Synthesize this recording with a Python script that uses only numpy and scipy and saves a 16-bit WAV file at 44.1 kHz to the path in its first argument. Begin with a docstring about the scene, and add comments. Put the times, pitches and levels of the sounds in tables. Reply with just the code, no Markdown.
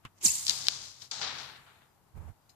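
"""A quiet woodland edge, a stereo pair of microphones under the path of a bullet.
After a soft thud close by, the bullet passes overhead: a falling whistle and a low swoop in gritty hiss.
Sharp cracks come back from the trees on the left, over a low hum and a wash of shock scattered by twigs
and trunks; then distant reports roll away. A far bird, a low rumble on the microphones and a small tick
follow."""
import sys
import numpy as np
from scipy import signal
from scipy.fft import rfft, irfft
from scipy.io import wavfile
from scipy.ndimage import uniform_filter1d

SR = 44100
rng = np.random.default_rng(int(sys.argv[2]) if len(sys.argv) > 2 else 0)


def waveform_to_disk(signal):
    """Save audio, clipped to [-1, 1], as 16-bit WAV at the path in sys.argv[1]."""
    frames = np.transpose(np.atleast_2d(signal))
    scaled = np.clip(frames, -1, 1) * 32767
    samples = np.round(scaled).astype(np.int16)
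    wavfile.write(sys.argv[1], SR, samples)


N = 112454
T = np.arange(N) / SR
FRAME_S = np.arange(N // 256 + 5)[:, None] * 256 / SR  # times of the short noise frames
HZ = np.fft.rfftfreq(1024, 1 / SR) + 1  # bins of one frame
HZ_FINE = np.fft.rfftfreq(N, 1 / SR) + 1  # bins of the whole scene


def amp(db):
    return 10 ** (np.asarray(db) / 20)


def unit_rms(x):
    return x / np.sqrt(np.mean(x ** 2) + 1e-20)


def spectrum(points, hz):
    """A table's values at hz, joined on a log-frequency axis."""
    freqs, values = np.transpose(points)
    return np.interp(np.log(hz), np.log(freqs), values)


def resonances(modes, hz):
    """The summed gain of a few flat-topped peaks."""
    return sum(amp(db) / (1 + (2 * (hz - centre) / width) ** 4) for centre, width, db in modes)


def follow(rows, column):
    """One column of a time curve at every sample."""
    rows = np.array(rows)
    return np.interp(T, rows[:, 0], rows[:, column])


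def envelope(rows, column=1):
    """Gain along a level curve, faded in and out over 2 ms at its ends."""
    gate = np.clip((T - rows[0][0]) / .002, 0, 1) * np.clip((rows[-1][0] - T) / .002, 0, 1)
    return amp(follow(rows, column)) * gate


def pan(pan_db):
    """Gains at the two microphones; pan_db is left minus right."""
    return amp(np.array([[.5], [-.5]]) * pan_db)


def phase(pitch_hz):
    return 2 * np.pi * np.cumsum(pitch_hz) / SR


def add(mix, start_s, sound):
    part = mix[:, round(start_s * SR):][:, :sound.shape[1]]
    part += sound[:, :part.shape[1]]


def complex_noise(*shape):
    return rng.standard_normal(shape) + 1j * rng.standard_normal(shape)


# How alike diffuse sound is at the two microphones: freq_hz, correlation
MIC_CORRELATION = [(30, -0.67), (120, .65), (500, 0.45), (1200, .35), (2500, .05), (4500, -0.091),
                   (7000, -0.094), (14000, .05)]
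def noise(colour_db, change_db=0):
    """Coloured stereo noise of unit level, then raised or lowered frame by frame by change_db."""
    left, unrelated = complex_noise(2, len(FRAME_S), len(HZ))
    alike = spectrum(MIC_CORRELATION, HZ)
    right = alike * left + np.sqrt(1 - alike ** 2) * unrelated
    frames = np.array([left, right]) * unit_rms(amp(colour_db))
    steady, changing = (
        signal.istft(z, nperseg=1024, noverlap=768, time_axis=1, freq_axis=2)[1][:, :N]
        for z in (frames, frames * amp(change_db)))
    return changing / steady.std()


def grit(depth_db, samples):
    """A flickering gain, like the uneven strength of the tiny echoes in a wash."""
    flicker = uniform_filter1d(uniform_filter1d(rng.standard_normal(N), samples), samples)
    return unit_rms(amp(depth_db * np.clip(unit_rms(flicker), -3, 3)))


# Woodland background, all around: freq_hz, gain_db
AIR_COLOUR = [(25, -16.5), (60, -8), (150, -6.5), (250, -12), (550, -16.5), (850, -12), (1250, -18),
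              (2200, -26), (4300, -26.5), (8000, -30), (13500, -27.5), (15000, -32.5)]
def air():
    """The quiet of the woodland, a little louder on the left."""
    return noise(spectrum(AIR_COLOUR, HZ)) * amp(-68.5) * pan(5) * grit(depth_db=0.3, samples=900)


# Knocks near the microphones: start_s, level_db, tilt_db_per_octave, decay_s, rustle_db
KNOCKS = [(0.0514, -39.5, -0.5, 0.0095, -19), (2.4953, -63, 11, 0.018, -7.5)]
# Their tone before the tilt: freq_hz, gain_db
KNOCK_COLOUR = [(30, -11), (90, -2), (200, -8.5), (500, -32.5), (1100, -11.5), (2000, -16), (2900, -15),
                (4500, -27.5), (8000, -34.5), (15000, -48)]
def knocks(rustle_s=0.0105):
    """A dull thud first and a faint bright knock last, each inside a brief rustle."""
    out = np.zeros((2, N))
    for start, db, tilt_db, decay_s, rustle_db in KNOCKS:
        away_s = abs(T - start)
        hit = (T >= start) * np.exp(-away_s / decay_s)
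        rustle = amp(rustle_db) * np.exp(-away_s / rustle_s)
        out += amp(db) * (hit + rustle) * noise(spectrum(KNOCK_COLOUR, HZ) + tilt_db * np.log2(HZ))
    return out * pan(2.5)


# Hiss of the incoming bullet: time_s, level_db
APPROACH = [(.14, -88), (.168, -72), (.188, -64), (.198, -76), (.209, -62), (.2135, -49.5), (.225, -49),
            (.25, -52), (.27, -76)]
# Its tone: freq_hz, gain_db
APPROACH_COLOUR = [(100, -12.5), (700, -9.5), (1600, -15), (2600, -3.5), (3800, -7), (6100, 1),
                   (7500, -4.5), (9500, -14.5), (15000, -19.5)]
def approach():
    """A faint hiss runs ahead of the bullet and jumps just before it passes."""
    return noise(spectrum(APPROACH_COLOUR, HZ)) * envelope(APPROACH) * grit(depth_db=2.5, samples=30)


# Hollows in the hiss just after the pass: centre_s, half_length_s, freq_hz, half_width_octaves, gain_db
HOLLOWS = [(.305, .035, 1380, .2, -24), (.297, .028, 620, .35, -20), (.39, .05, 450, .3, -22),
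           (.284, .012, 3450, .1, -26)]
def hollows():
    """Brief dips in the spectrum, in dB, that give the pass its phasing sound."""
    return sum(db * np.exp(-((FRAME_S - centre) / length) ** 2 - (np.log2(HZ / hz) / width) ** 2)
               for centre, length, hz, width, db in HOLLOWS)


# The bullet's wake overhead: time_s, level_db, pan_db
WAKE = [(.221, -75, -4), (.227, -45.5, -3), (.236, -33.5, 2.5), (.25, -26, 1), (.266, -25, 2.5),
        (.283, -27.5, 5.5), (.325, -33, 3.5), (.43, -39.5, -0.5), (.56, -43, -1.5), (.8, -67.5, -8),
        (1.1, -80, 15)]
# Its tone: freq_hz, gain_db
WAKE_COLOUR = [(60, -19.5), (170, -15.5), (400, -32), (650, -29), (1000, -16.5), (1400, -29), (2000, -18),
               (3300, -13), (4600, -5.5), (5800, -4), (7000, 0.5), (8200, -3.5), (10500, -10), (15000, -17)]
def wake():
    """Gritty hiss that swells with the pass and dies away."""
    hiss = noise(spectrum(WAKE_COLOUR, HZ), hollows()) * grit(depth_db=2.5, samples=24)
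    return hiss * envelope(WAKE) * pan(follow(WAKE, 2))


# The whistle right over the microphones: time_s, pitch_hz, level_db, pan_db
WHISTLE = [(.226, 10980, -61.5, 2.5), (.237, 10020, -48, -0.5), (.248, 8300, -33.5, -8.5),
           (.2533, 7350, -19.5, -10), (.261, 5800, -21.5, 7), (.27, 4130, -27.5, -3.5),
           (.278, 3106, -57.5, -4), (.286, 2660, -38.5, 0.5), (.3, 2590, -48, -4)]
# The low swoop under it: time_s, pitch_hz, level_db, pan_db
SWOOP = [(.229, 391.4, -60.5, -1), (.245, 346, -47.5, 3.5), (.258, 240, -38, -0.5), (.267, 170, -48.5, 12),
         (.275, 130, -49.5, -2), (.295, 90, -53.5, 0), (.325, 79.9, -62, 5)]
def passing_tone(rows, rough_db):
    """A slightly ragged tone that falls as the bullet goes by."""
    tone = np.sqrt(2) * np.sin(phase(follow(rows, 1))) * grit(rough_db, samples=30)
    return tone * envelope(rows, column=2) * pan(follow(rows, 3))


# Glints in the wake overhead: start_s, length_s, from_hz, to_hz, level_db, pan_db
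CHIRPS = [(0.2618, 0.0028, 8700, 8100, -33.5, -3.5), (.2652, 0.0027, 7100, 6830, -22, 3),
          (0.2724, 0.0047, 7100, 7160, -28.5, -11), (0.281, 0.0054, 8000, 8850, -30, 0.5),
          (0.298, 0.03, 6200, 8420, -36, 8), (.302, 0.0093, 6700, 6700, -29, 4),
          (0.333, .036, 6200, 8400, -37.5, 3)]
def chirps(width_hz=460):
    """Short chirps, each a narrow band of noise carried along a pitch line."""
    out = np.zeros((2, N))
    narrow = signal.butter(2, width_hz / 2, fs=SR)
    for start, length, from_hz, to_hz, db, pan_db in CHIRPS:
        progress = np.linspace(0, 1, int(length * SR))
        carrier = np.exp(1j * phase(from_hz + (to_hz - from_hz) * progress))
        fuzz = signal.lfilter(*narrow, complex_noise(2, 8192))[:, -len(progress):]
        arch = np.sqrt(abs(np.sin(np.pi * progress)))
        add(out, start, amp(db) * pan(pan_db) * unit_rms((fuzz * carrier).real * arch))
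    return out


# Wash from the trees, mostly on the left: time_s, level_db, pan_db
SCATTER = [(.27, -50, -12), (.33, -43, 3), (.455, -49, 7), (.505, -35, 6), (.55, -41, 12.5),
           (.65, -41, 5.5), (.72, -39.5, 6), (.88, -47, 5.5), (.95, -55, 4.5), (.995, -56.5, 6),
           (1.025, -47.5, 6), (1.06, -54, 6.5), (1.09, -65, 5), (1.15, -59, 13)]
# Its tone: freq_hz, gain_db
SCATTER_COLOUR = [(40, -20.5), (110, -10), (300, -16.5), (500, -16.5), (1100, -11.5), (1800, -15),
                  (2800, -11), (4000, -1), (5000, 0), (6800, -5), (8500, -16.5), (11000, -25),
                  (15000, -42.5)]
def scatter(filled_at_s=0.32):
    """Countless twigs and trunks return the shock as a grainy wash, thin at first."""
    thin_db = -6 * np.clip((filled_at_s - FRAME_S) / .12, 0, 1) / (1 + (HZ / 1600) ** 4)
    wash = noise(spectrum(SCATTER_COLOUR, HZ), hollows() + thin_db) * grit(depth_db=1.5, samples=50)
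    return wash * envelope(SCATTER) * pan(follow(SCATTER, 2))


# Low boom lingering in the woods: time_s, level_db
BOOM = [(0, -83), (.3, -75), (.5, -67.5), (.75, -63.5), (.95, -72.5), (1.13, -67), (1.25, -66),
        (1.42, -65.5), (1.7, -70.5), (2.0, -81), (2.55, -79)]
# Its resonances: centre_hz, width_hz, gain_db
BOOM_MODES = [(97, 13, -0.5), (133.6, 16, -1.5)]
def boom():
    """Two low resonances that swell and hum on under the echoes."""
    hum = irfft(rfft(rng.standard_normal(N)) * resonances(BOOM_MODES, HZ_FINE), N)
    return unit_rms(hum) * amp(follow(BOOM, 1)) * pan(2)


# Cracks from the trees on the left: start_s, level_db, pan_db, tilt_db_per_octave, splinter_db
CRACKS = [(.4676, -12.5, 5, 2.5, -10), (.4741, -26, 5, -1, -6), (.4807, -13, 6, 1.5, -8),
          (.4826, -15, 6, 4, -8), (.4858, -20, 6, 0, -5), (.4955, -5.5, 8, 5, -9), (.4965, -9.5, 5, 3, -7),
          (.5024, -20, 4, -6, -3), (.5066, -18, 5, 3, -1), (.5085, -16.5, 6, 0, -3), (.657, -35, 8, -9, -1),
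          (.6694, -16, 10, 1, -6), (.6844, -5, 15, -4, -10), (.7075, -33, 9, 1, 3), (.7335, -34, 8, -4, 4),
          (1.0197, -32, 9, 0, 0), (1.114, -20, 9, 8, -2), (1.2155, -23, 10, -2, 0), (1.385, -33, 8, 0, 2)]
# Their tone before tilt and air loss: freq_hz, gain_db
CRACK_COLOUR = [(100, -45), (700, -26.5), (1500, -19), (2600, -10), (3700, 1.5), (5000, 3), (6300, -6),
                (8500, -20.5), (11000, -21.5), (15000, -36.5)]
def cracks(splinter_s=.003, loss_db_per_s_at_10khz=15):
    """Sharp pulses with splinter echoes; later ones have come further and lost more treble."""
    out, size = np.zeros((2, N)), 2048
    hz, t = abs(np.fft.fftfreq(size, 1 / SR)) + 1, np.arange(size) / SR
    octaves = np.log2(np.clip(hz, 1000, 7000) / 1000)
    for start, db, pan_db, tilt_db, splinter_db in CRACKS:
        air_loss_db = loss_db_per_s_at_10khz * (start - CRACKS[0][0]) * (hz / 10000) ** 2
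        log_gain = np.log(1e-5 + amp(spectrum(CRACK_COLOUR, hz) + tilt_db * octaves - air_loss_db))
        pulse = np.fft.ifft(np.exp(np.conj(signal.hilbert(log_gain)))).real  # minimum phase: sharp front
        echoes = rng.standard_normal((2, size)) * np.exp(-t / splinter_s) * (1 - np.exp(-t / .001))
        echoes *= amp(splinter_db) / np.linalg.norm(echoes, axis=1, keepdims=True)
        echoes[:, 0] += 1  # the main arrival
        echoes[0] = np.roll(echoes[0], 6)  # 6 samples later at the left microphone
        crack = signal.fftconvolve(echoes, pulse[None] / abs(pulse).max(), axes=1)
        add(out, start, amp(db) * pan(pan_db) * crack)
    return out


# Faint bright hiss in both channels: time_s, level_db
FIZZ = [(.7, -87), (.85, -60.5), (.97, -76), (1.03, -58), (1.09, -73), (1.13, -65), (1.3, -66.5),
        (1.42, -60), (1.55, -66.5), (1.85, -75.5), (2.0, -90)]
# Its tone: freq_hz, gain_db
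FIZZ_COLOUR = [(3000, -5), (7000, -1.5), (9000, -3), (15000, -7)]
def fizz():
    """A faint bright hiss that swells and fades unevenly through the middle of the scene."""
    return noise(spectrum(FIZZ_COLOUR, HZ)) * envelope(FIZZ)


# Reports far off to the left: start_s, level_db, pan_db, body_db, edge_hz, t60_ratio, roll_s
REPORTS = [(1.111, -38.5, 7, -6, 6970, 2.4, 0.26), (1.192, -50, 3, 4, 1180, 0.52, 0.046),
           (1.212, -32, 6, -3, 5800, 0.98, 0.42), (1.38, -42, 8.5, -4, 6400, 0.93, 0.19),
           (1.663, -58.5, 7.5, 7, 4340, 0.89, .15), (1.812, -66, 6.5, 6, 4000, .9, 0.021)]
# Their shared tone: freq_hz, gain_db
REPORT_COLOUR = [(40, -23), (110, -7.5), (330, -11.5), (600, -9), (840, -1), (1030, -5), (1300, -2),
                 (2100, -6), (2800, -5), (3900, 1.5), (5500, -1.5), (8000, -2.5), (15000, -20)]
# Decay of the woods, scaled by each report's t60_ratio: freq_hz, t60_s
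WOODS_T60 = [(100, 1.2), (800, 1.01), (2000, 1.26), (4000, .72), (7000, 0.39), (14000, 0.43)]
def reports(rise_s=0.0041, body_below_hz=3000, treble_fall_db_per_s=185):
    """Distant reports start abruptly, roll among the trees for a while, then drop away, treble first."""
    out = np.zeros((2, N))
    for start, db, pan_db, body_db, edge_hz, t60_ratio, roll_s in REPORTS:
        shelf_db = body_db / (1 + (HZ / body_below_hz) ** 6)
        treble_cut_db = 20 * np.log10(np.hypot(1, (HZ / edge_hz) ** 7.4))
        decay_db = 60 * np.maximum(FRAME_S - start, 0) / (t60_ratio * spectrum(WOODS_T60, HZ))
        fall_db = treble_fall_db_per_s * np.maximum(FRAME_S - start - roll_s, 0) * HZ / (HZ + 1540)
        roll = noise(spectrum(REPORT_COLOUR, HZ) + shelf_db - treble_cut_db, -decay_db - fall_db)
        out += roll * np.clip((T - start) / rise_s, 0, 1) * amp(db) * pan(pan_db)
    return out * grit(depth_db=1, samples=80)


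# A bird far off to the right: start_s, length_s, from_hz, to_hz, level_db
BIRD_CALLS = [(1.859, 0.079, 5080, 4800, -78), (2.38, .12, 4870, 4675, -80)]
def bird():
    """Thin, slightly falling whistles."""
    out = np.zeros((2, N))
    for start, length, from_hz, to_hz, db in BIRD_CALLS:
        progress = np.linspace(0, 1, int(length * SR))
        tone = np.sin(phase(from_hz + (to_hz - from_hz) * progress))
        add(out, start, amp(db) * pan(-5) * np.sin(np.pi * progress) * tone)
    return out


# Air or handling on the microphones: time_s, level_db
RUMBLE = [(2.13, -77), (2.155, -52), (2.178, -45), (2.2, -51), (2.22, -48.5), (2.27, -50), (2.29, -46.5),
          (2.31, -52), (2.35, -86)]
# Its tone: freq_hz, gain_db
RUMBLE_COLOUR = [(15, -30.5), (25, -7), (71, 0), (135, -4.5), (250, -21.5), (427, -22.5), (475, -24),
                 (903, -23), (3830, -45), (13500, -46), (15000, -59)]
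# Its balance across the pair: freq_hz, pan_db
RUMBLE_PAN = [(60, -23.5), (110, -13), (200, -6), (380, 7), (1300, 5.5), (15000, 2)]
def rumble():
    """A brief lumpy rumble, its bass mostly on the right microphone."""
    spread = pan(spectrum(RUMBLE_PAN, HZ_FINE))
    gust = noise(spectrum(RUMBLE_COLOUR, HZ))
    return irfft(rfft(gust) * spread / spread.mean(0), N) * envelope(RUMBLE)


# Resonances of a tick to the left: centre_hz, width_hz, gain_db
TICK_MODES = [(4120, 550, 1.5), (5040, 570, 1), (6720, 1500, -5.5)]
def tick(start_s=2.492, level_db=-57, rise_s=0.0022, decay_s=0.016):
    """A small dry tick with a short bright ring."""
    since_s = np.maximum(T - start_s, 0)
    ring = noise(20 * np.log10(resonances(TICK_MODES, HZ)))
    shape = np.minimum(since_s / rise_s, 1) * np.exp(-since_s / decay_s)
    return ring * shape * amp(level_db) * pan(6.5)


def scene():
    """The pass overhead, the answer from the woods and the small sounds around the microphones."""
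    bullet = approach() + passing_tone(WHISTLE, rough_db=1.6) + passing_tone(SWOOP, rough_db=1.21)
    trail = wake() + chirps()
    woods = scatter() + cracks() + reports()
    background = fizz() + boom() + knocks() + tick() + rumble() + bird() + air()
    return bullet + trail + woods + background


# Response of the right microphone against the left: freq_hz, gain_db
RIGHT_MIC = [(30, 2), (100, 3.5), (300, -3), (1000, 3), (2200, 2.5), (4200, -6.5), (6000, -2.5), (7150, 5),
             (8300, 1.5), (14000, 0.5)]
def record(dry, cutoff_hz=14900):
    """The right microphone adds its own colour; both channels are then low-passed."""
    right = irfft(rfft(dry[1]) * amp(spectrum(RIGHT_MIC, HZ_FINE)), N)
    low_pass = signal.firwin(401, cutoff_hz, window=("kaiser", 8), fs=SR)
    return signal.oaconvolve(np.array([dry[0], right]), low_pass[None], "same")


dry = scene()
out = record(dry)
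waveform_to_disk(out)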